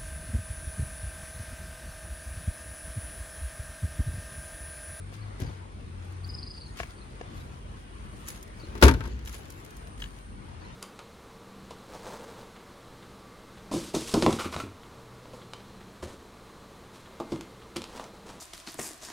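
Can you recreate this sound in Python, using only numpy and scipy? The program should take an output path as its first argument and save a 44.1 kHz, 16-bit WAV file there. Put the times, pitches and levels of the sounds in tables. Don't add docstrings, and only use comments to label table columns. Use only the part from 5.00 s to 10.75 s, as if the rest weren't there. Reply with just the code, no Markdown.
import sys
import numpy as np
from scipy import signal
from scipy.fft import rfft, irfft, next_fast_len
from scipy.io import wavfile
from scipy.ndimage import uniform_filter1d, map_coordinates

SR = 44100
rng = np.random.default_rng(int(sys.argv[2]) if len(sys.argv) > 2 else 0)


def to_wav(s):
    ch = np.atleast_2d(s).T
    pcm = np.round(np.clip(ch, -1, 1) * 32767)
    wavfile.write(sys.argv[1], SR, pcm.astype(np.int16))


N = 253575


def amp(db):
    return 10 ** (np.asarray(db) / 20)


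def unit(x):
    return x / np.sqrt(np.mean(x ** 2) + 1e-20)


def along(points, hz):
    point_hz, value = np.transpose(points)
    return np.interp(np.log(hz + 1), np.log(point_hz + 1), value)


def curves(rows):
    times, *columns = np.transpose(rows)
    t = np.arange(N) / SR
    return [np.interp(t, times, column) for column in columns]


def wobble(rate):
    knots = rng.standard_normal(int(N * rate / SR) + 4)
    return map_coordinates(knots, [np.arange(N) * rate / SR])


def filtered(x, response):
    size = next_fast_len(N + SR // 2)
    hz = np.fft.rfftfreq(size, 1 / SR)
    return irfft(rfft(x, size) * response(hz), size)[..., :N]


def rush(spectrum, alike, patchy_db=0):
    cells = signal.stft(rng.standard_normal((2, N)), nperseg=1024)[2]
    patches = uniform_filter1d(rng.standard_normal(cells.shape[1:]), 3, 0)
    patches = unit(uniform_filter1d(patches, 5, 1))
    pair = signal.istft(cells * amp(patchy_db * patches), nperseg=1024)[1][:, :N]

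    def mid_and_side(hz):
        angle = np.arccos(np.clip(along(alike, hz), -1, 1)) / 2
        return amp(along(spectrum, hz)) * [np.cos(angle), np.sin(angle)]

    mid, side = filtered(pair, mid_and_side)
    return unit(np.array([mid + side, mid - side]))


def decay(t, db, t60, rise):
    return amp(db - 60 * t / t60) * (1 - np.exp(-t / rise))


def dying(times, dbs, t60s, rise):
    power, t = np.zeros(N + SR), np.arange(SR // 2) / SR
    for start, db, t60 in zip(times, dbs, t60s):
        power[round(start * SR):][:len(t)] += decay(t, db, t60, rise) ** 2
    return np.sqrt(power[:N])


def ring(start, modes, rise):
    out, t = np.zeros(N + 2 * SR), np.arange(2 * SR) / SR
    tones = sum(decay(t, db, t60, rise) * np.sin(2 * np.pi * hz * t) for hz, db, t60 in modes)
    out[round(start * SR):][:len(t)] = tones
    return out[:N]


def echoes(x, t60):
    t = np.arange(SR // 2) / SR
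    tail = rng.standard_normal((2, len(t))) * amp(-60 * t / t60)
    return signal.fftconvolve(np.atleast_2d(x), tail / np.linalg.norm(tail[0]), axes=1)[:, :N]


def leaning(x, side, lag=((1, 0),)):
    def level_and_delay(hz):
        gain = amp(np.outer([.5, -.5], along(side, hz)))
        return gain * np.exp(-1j * np.pi * np.outer([-1, 1], hz * along(lag, hz)))

    return filtered(x, level_and_delay)


# (time [s], rumble level [dB], hush level [dB], insect level [dB])
AIR_LEVELS = [(0.0, -48, -50.5, -62), (0.7, -48, -52, -68), (1.17, -43, -52, -64.5), (1.6, -42, -51.5, -62),
              (1.98, -46, -51, -62), (2.25, -44, -50.5, -66.5), (2.7, -46.5, -52.5, -66.5),
              (3.17, -44, -50.5, -62), (3.8, -43, -48, -67), (4.1, -39.5, -52, -75),
              (4.39, -47.5, -51, -75.5), (4.85, -47, -52, -61), (5.24, -48, -53.5, -63.5),
              (5.75, -45, -51, -69.5)]
# (frequency [Hz], relative density [dB per Hz])
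RUMBLE_COLOUR = [(12, -23), (20, -37), (49, 0), (134, -12.5), (151, -14), (217, -13), (276, -20.5),
                 (500, -27.5), (650, -81), (1100, -120)]
HUSH_COLOUR = [(180, -22), (300, -1.5), (712, -7.5), (1060, -6.5), (2450, -15), (7670, -30), (9090, -41),
               (9670, -25), (10600, -43), (12000, -51), (15600, -73), (22000, -120)]
INSECT_COLOUR = [(7000, -37), (8300, -1), (9000, 5.5), (9700, -2), (10300, -50)]
# (frequency [Hz], left-right likeness [-1 to 1])
FAR_COHERENCE = [(60, 0.87), (130, 0.61), (290, 0.87), (640, -0.5), (1410, -0.46), (3100, 0.31),
                 (6820, -0.34), (15000, -0.75)]


def background():
    rumble_db, hush_db, insects_db = curves(AIR_LEVELS)
    rumble = amp(rumble_db + 2.6 * wobble(7.7)) * rush(RUMBLE_COLOUR, FAR_COHERENCE)
    hush = amp(hush_db + 1.26 * wobble(4.8)) * rush(HUSH_COLOUR, FAR_COHERENCE, patchy_db=2.5)
    pulse_hz = 70 + 3 * wobble(2)
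    pulsing = 1 + 0.1 * np.sin(2 * np.pi * np.cumsum(pulse_hz) / SR)
    insects = amp(insects_db) * pulsing * rush(INSECT_COLOUR, FAR_COHERENCE)
    return rumble + hush + insects


# (frequency [Hz], relative density [dB per Hz])
WHINE_COLOUR = [(2400, -40), (2510, -3), (2620, -40), (2800, -40), (2918, 0), (3040, -30), (3240, -5),
                (3400, -40)]
# (time [s], level [dB])
WHINE_LEVEL = [(0, -100), (2.35, -100), (2.55, -67), (3.4, -67), (3.6, -100), (5.75, -100)]


def whine():
    return amp(curves(WHINE_LEVEL)[0]) * rush(WHINE_COLOUR, FAR_COHERENCE)


# (time [s], firing rate [Hz], levels of multiples 1, 2 and 3 [dB])
ENGINE_HARMONICS = [(0.0, 46, -39, -42, -53), (0.12, 48.4, -53, -40.5, -52.5), (0.21, 53.2, -44, -37, -61),
                    (0.38, 49, -42, -46.5, -51), (0.61, 45.9, -60, -39.5, -56.5),
                    (0.82, 46.5, -65, -55, -64), (0.93, 44.8, -52, -41.5, -65),
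                    (1.31, 46.2, -60, -38.5, -48.5), (1.5, 44.7, -51, -44.5, -59),
                    (2.04, 44, -46, -55.5, -57), (2.5, 44, -46, -50, -45.5), (2.8, 44.5, -47, -58, -62),
                    (3.6, 43, -53, -57, -65), (4.5, 47.5, -60, -51.5, -52.5), (5.0, 47.3, -44, -58, -59),
                    (5.3, 45, -41, -55, -58), (5.75, 42.8, -53, -54, -57.5)]


def engine():
    firing_hz, *levels = curves(ENGINE_HARMONICS)
    turns = np.cumsum(firing_hz) / SR
    drone = 0
    for multiple, db in enumerate(levels, 1):
        phase = 2 * np.pi * multiple * turns + 0.8 * wobble(4.3)
        drone = drone + amp(db + 1.94 * wobble(8.2)) * np.sin(phase)
    return drone


# (time [s], level [dB], top [Hz], start below top [fraction, capped at 0.2])
TRILL_NOTES = [(1.241, -44.5, 4810, 0.18), (1.292, -37, 4990, 0), (1.339, -34.5, 5154, 0.09),
               (1.383, -37, 5090, 0.35), (1.428, -37.5, 4900, 0.3), (1.468, -36.5, 5050, 0.28),
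               (1.503, -37, 5070, 0.14), (1.54, -42, 4990, .18), (1.573, -41, 4830, .15),
               (1.608, -41.5, 4700, 0.24), (1.633, -47.5, 4550, .1), (1.66, -50, 4400, .1),
               (1.684, -55, 4270, 0.08)]
# (time [s], level of the first [dB], top of the first [Hz])
CHIRP_PAIRS = [(0.175, -59, 4890), (.426, -56.5, 5210), (1.969, -58, 4650), (2.362, -60, 4290),
               (3.591, -53.5, 4670), (5.607, -62.5, 4610)]
# (length [s], start below top [fraction], end below top [fraction])
CHIRP_SHAPE = (0.03, 0.139, 0.15)
# (time [s], length [s])
THIN_WHISTLES = [(1.664, .025), (1.71, .04)]


def bird():
    notes = [(s, db, hz, .018, start, .15) for s, db, hz, start in TRILL_NOTES]
    notes += [(s, -62, 6640, length, 0, 0) for s, length in THIN_WHISTLES]
    for s, db, hz in CHIRP_PAIRS:
        notes.append((s, db, hz, *CHIRP_SHAPE))
        notes.append((s + 0.036, db + 3.5, hz * 0.92, *CHIRP_SHAPE))
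    song = np.zeros(N)
    for s, db, top, length, start, end in notes:
        u = np.linspace(0, 1, max(int(length * SR), 9))
        climb = min(start, .2) * abs(1 - u / .55) ** 1.5
        fall = min(end, .2) * (abs(u - .55) / .45) ** 2
        hz = top * (1 - np.where(u < .55, climb, fall))
        swell = np.sqrt(u) * (1 - u ** 5)
        song[round(s * SR):][:len(u)] += amp(db) * swell * np.sin(2 * np.pi * np.cumsum(hz) / SR)
    leading = amp(-7) * np.roll(song, -int(.007 * SR))
    song = (song + leading) * amp(3.5 * wobble(450))
    return song + amp(-8) * echoes(song, t60=.6)


# (time of the peak [s], fizz level [dB], crunch level [dB], rise [s], fall [s])
SCUFF_EVENTS = [(0.141, -59, -52, 0.033, 0.063), (0.41, -58, -46.5, .03, 0.13),
                (1.27, -65, -62, 0.067, 0.26), (1.58, -75, -57, 0.14, 0.06),
                (1.796, -49, -40.5, 0.044, 0.074), (1.906, -66, -54, .03, .06), (2.37, -62, -58, .08, 0.27),
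                (3.22, -61, -60.5, 0.17, 0.12), (3.286, -43, -46.5, 0.037, 0.097),
                (3.36, -59, -53.5, 0.14, 0.11), (3.59, -65.5, -58.5, .08, 0.47),
                (4.11, -70, -55.5, .15, 0.33), (4.279, -49.5, -50, 0.037, .05),
                (4.34, -47.5, -48, 0.05, 0.096), (4.52, -59, -63, 0.25, 0.43),
                (5.0, -54, -52.5, 0.017, 0.16), (5.16, -68, -61.5, 0.12, 0.24)]
# (fizz level [dB], crunch level [dB])
SHUFFLE_LEVELS = (-79.5, -65.5)
# (time [s], treble level [dB], middle level [dB])
SNAP_EVENTS = [(0.401, -40.5, -43), (0.418, -45, -42), (1.1221, -55, -60), (1.2745, -56, -55),
               (1.7714, -46, -42), (1.8706, -56, -50), (1.9043, -59, -55), (3.2842, -30, -50),
               (3.2994, -55, -50), (3.4274, -39.5, -52), (3.4765, -53, -55), (4.1901, -55, -47),
               (4.2502, -45, -60), (4.258, -45, -43.5), (4.2742, -41, -55), (4.293, -42, -41),
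               (4.3271, -42, -49), (4.345, -45, -49), (4.351, -47, -41), (4.454, -49.5, -49),
               (4.5022, -39, -60), (4.648, -44.5, -60), (4.6615, -52, -47), (4.706, -47, -48),
               (4.7673, -45.5, -60), (4.8711, -51, -45), (4.9767, -56, -46)]
# (frequency [Hz], relative density [dB per Hz])
FIZZ_COLOUR = [(1760, -10), (3000, -14), (4030, -7), (6900, 0), (9400, -7), (11100, 2.5), (13200, -10.5),
               (14600, -7), (16000, -10)]
CRUNCH_COLOUR = [(400, -32), (900, -3), (2000, -1), (4000, -5), (7000, -10), (10000, -38)]
# (frequency [Hz], left-right likeness [-1 to 1])
NEAR_COHERENCE = [(60, 0.67), (130, 0.98), (300, 0.9), (900, 0.48), (1800, 0.52), (3500, 0.15), (9000, 0.1),
                  (15000, 0.17)]


def scuffs():
    t = np.arange(N) / SR
    power = amp(np.reshape(SHUFFLE_LEVELS, (2, 1)) + 3.1 * wobble(9)) ** 2
    for s, fizz_db, crunch_db, rise, fall in SCUFF_EVENTS:
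        shape_db = -20 * np.where(t < s, (s - t) / rise, (t - s) / fall)
        power = power + amp(np.add.outer([fizz_db, crunch_db], shape_db)) ** 2
    fizz, crunch = np.sqrt(power)
    grains = unit(amp(2.9 * wobble(500) + 0.28 * wobble(50)))
    fizz_noise = fizz * rush(FIZZ_COLOUR, NEAR_COHERENCE, patchy_db=6.5)
    return grains * (fizz_noise + crunch * rush(CRUNCH_COLOUR, NEAR_COHERENCE, patchy_db=2.5))


def snaps():
    draw = rng.random((30, 3))
    small_db = -69.5 - 4 * np.log(1 - draw[:, 1:])
    small = np.c_[draw[:, 0] * N / SR, small_db]
    s, treble_db, middle_db = np.r_[SNAP_EVENTS, small].T
    t60 = np.full(len(s), 0.031)
    treble = dying(s, treble_db, t60, rise=0.00058) * rush(FIZZ_COLOUR, NEAR_COHERENCE)
    return treble + dying(s, middle_db, t60, rise=0.0013) * rush(CRUNCH_COLOUR, NEAR_COHERENCE)


def struck(hits, modes, rattle_db):
    tones = 0
    for s, db, tilt in hits:
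        scatter = rng.normal(0, 2, len(modes))
        tilted = [(hz, db + level + d + tilt * np.log2(hz / modes[1][0]), t60)
                  for (hz, level, t60), d in zip(modes, scatter)]
        tones = tones + ring(s, tilted, rise=0.0003)
    s, db, _ = np.transpose(hits)
    t60 = np.full(len(s), 0.016)
    sharp = dying(s, db + rattle_db, t60, rise=0.00034)
    longer = dying(s, db + rattle_db - 19, 4 * t60, rise=0.0026)
    return tones + (sharp + longer) * rush(CRUNCH_COLOUR, NEAR_COHERENCE, patchy_db=5)


# (time [s], level [dB], tilt of the ring [dB per octave])
KNOCK_HITS = [(.125, -41.5, -3), (1.8009, -24.5, -0.5), (1.8025, -31.5, -3), (1.832, -33, 1.5),
              (2.212, -30, -8)]
# (frequency [Hz], relative level [dB], t60 [s])
KNOCK_MODES = [(480, -4.5, 0.022), (690, -2, 0.023), (1080, -3, 0.022), (1710, 0, 0.024), (2210, 1, 0.015),
               (2650, -1, .018), (3350, -12.5, 0.012), (5000, -14, .01)]
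# (time [s], level [dB], tilt of the ring [dB per octave])
TICK_HITS = [(4.275, -35.5, 3), (5.003, -48, 4), (5.0204, -34.5, 10), (5.0231, -32, -4), (5.0404, -30, 2),
             (5.044, -43, 7), (5.059, -43, 1)]
# (frequency [Hz], relative level [dB], t60 [s])
STONE_MODES = [(1686, -1.5, 0.017), (2970, 1, 0.017), (3290, -3, .017), (3740, -6, 0.012),
               (6340, -15, .012)]


def knocks():
    return struck(KNOCK_HITS, KNOCK_MODES, rattle_db=-12) + struck(TICK_HITS, STONE_MODES, rattle_db=-12)


# (time [s], level [dB], t60 [s], ring pitch [Hz])
THUMP_HITS = [(0.399, -34, 0.11, 372), (0.419, -27, 0.17, 74.6), (0.443, -31, 0.16, 161.4),
              (0.471, -30, 0.13, 69), (0.492, -33, 0.12, 116), (1.803, -36, 0.18, 65.5),
              (3.13, -39, 0.062, 350), (3.633, -34, 0.055, 328), (3.675, -39.5, 0.13, 194),
              (3.713, -41.5, 0.099, 252), (3.752, -30.5, 0.056, 250), (3.901, -26.5, 0.56, 52)]
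# (frequency [Hz], relative density [dB per Hz])
THUMP_COLOUR = [(24, -33), (40, -2.5), (161, -3), (201, -17.5), (275, -11), (330, -18.5), (900, -32),
                (1170, -64), (1980, -120)]


def thumps():
    tones = 0
    for s, db, t60, hz in THUMP_HITS:
        tones = tones + ring(s, [(hz, db, t60), (1.7 * hz, db - 7, t60)], rise=0.0042)
    s, db, t60, _ = np.transpose(THUMP_HITS)
    return tones + dying(s, db, t60, rise=0.002) * rush(THUMP_COLOUR, NEAR_COHERENCE)


# (frequency [Hz], relative level [dB], t60 before the seal's limit [s])
PANEL_MODES = [(118.6, 1, .3), (183.5, -2, 0.24), (259.4, -0.5, 0.19), (307, -13, .12), (356, 3, 0.094),
               (405, -2, 0.17), (450, -28, 0.096), (525, -7, 0.12), (553, -13, 0.067), (628, -13, 0.07),
               (770, -12, 0.024), (906, -5.5, 0.14), (980, -31, 0.12), (1070, -37, .1), (1196, -28, 0.13),
               (1407, -19, 0.094), (1457, -7, 0.064), (1562, -11.5, 0.14), (2230, -15, 0.091)]


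def panels(s, clang_db, thud_db):
    ringing = 0
    for start, high_db, low_db in zip(s, clang_db - 4, thud_db - 4):
        scatter = rng.normal(0, 1.5, len(PANEL_MODES))
        modes = []
        for (hz, level, t60), d in zip(PANEL_MODES, scatter):
            blow_db, longest = (low_db, .2) if hz < 700 else (high_db, .13)
            modes.append((hz, level + d + blow_db, min(t60, longest)))
        ringing = ringing + ring(start, modes, rise=0.00072)
    return ringing


# (time [s], frequency [Hz], level [dB], t60 [s], rise [s])
BOOM_MODES = [(3.832, 68.1, 4, 0.18, 0.01), (3.831, 88, -12, 0.13, 0.008), (3.899, 58, -23, 0.25, 0.0092),
              (3.999, 62.6, -23.5, 1, 0.091)]


def boom():
    return -sum(ring(s, [(hz, db, t60)], rise) for s, hz, db, t60, rise in BOOM_MODES)


# (time [s], crack [dB], clang [dB], thud [dB], t60 of the clang [s])
LID_CONTACTS = [(3.7512, -46.5, -42.5, -38.5, 0.099), (3.777, -42, -54, -48, .055),
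                (3.8138, -33, -32, -34, 0.15), (3.8242, -13, -7, -15.5, .073), (3.8275, -36, -23, -13, .1),
                (3.8347, -16, -18, -17.5, .12), (3.8507, -21.5, -19.5, -18.5, 0.067),
                (3.8646, -28.5, -22.5, -17, 0.099), (3.8805, -22.5, -15, -22, 0.087),
                (3.89, -29.5, -34, -33, .08), (3.9111, -33, -32, -30, 0.081),
                (3.9381, -36.5, -31.5, -44, 0.067), (4.0057, -44, -31.5, -43.5, 0.054),
                (4.0372, -50, -40, -50, 0.096), (4.0537, -46, -41.5, -52, 0.11),
                (4.0744, -49, -51, -42.5, 0.11)]
# (frequency [Hz], relative density [dB per Hz])
CRACK_COLOUR = [(1470, -57), (2500, -7), (4480, -3), (5350, -4.5), (6300, -6), (9080, -14), (11300, -8),
                (13200, -21), (15000, -26), (16000, -14)]
CLANG_COLOUR = [(350, -17), (600, -6.5), (799, -15), (892, -1), (1000, -3.5), (1890, -9), (4500, -22),
                (5850, -49), (9900, -120)]
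THUD_COLOUR = [(53, -22), (90, -10), (160, -9.5), (250, -6), (440, -6.5), (620, -25.5), (900, -30),
               (1400, -60)]


def lid():
    s, crack_db, clang_db, thud_db, t60 = np.transpose(LID_CONTACTS)
    rattle = unit(amp(1.5 * wobble(540)))
    crack = dying(s, crack_db, .6 * t60, rise=0.00061) * rattle * rush(CRACK_COLOUR, NEAR_COHERENCE)
    clang = dying(s, clang_db, t60, rise=0.0022) * rush(CLANG_COLOUR, NEAR_COHERENCE)
    thud = dying(s, thud_db, 1.9 * t60, rise=.003) * rush(THUD_COLOUR, NEAR_COHERENCE)
    clash = crack + clang + thud + panels(s, clang_db, thud_db)
    return clash + amp(-26) * echoes(clash, t60=0.79) + boom()


# (frequency [Hz], left over right [dB])
FAR_BALANCE = [(60, 0), (110, 5), (200, 1.5), (380, 2.5), (700, 5.5), (1290, 3.5), (2380, 0.5), (4400, 2),
               (8120, -4.5), (15000, -9)]
NEAR_BALANCE = [(60, 2), (110, 4.5), (200, 2.5), (380, 2.5), (700, 5), (1290, 7), (2380, 7), (4400, 0),
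                (8120, 1.5), (15000, -1)]
# (frequency [Hz], delay of the right side [s])
NEAR_DELAY = [(1800, .0002), (5000, 0), (7000, -.0002)]


def scene():
    far = background() + whine() + engine() + bird()
    near = scuffs() + snaps() + knocks() + thumps() + lid()
    return leaning(far, FAR_BALANCE) + leaning(near, NEAR_BALANCE, NEAR_DELAY)


def record(dry):
    def bass_loss(hz):
        p = 1j * hz / 42
        return p ** 2 / (1 + 1.3 * p + p ** 2)

    thin = filtered(dry, bass_loss)
    squeezed = thin / (1 + np.abs(thin) ** 6) ** (1 / 6)
    return filtered(squeezed, lambda hz: hz < 16000)


dry = scene()
out = record(dry)
to_wav(out)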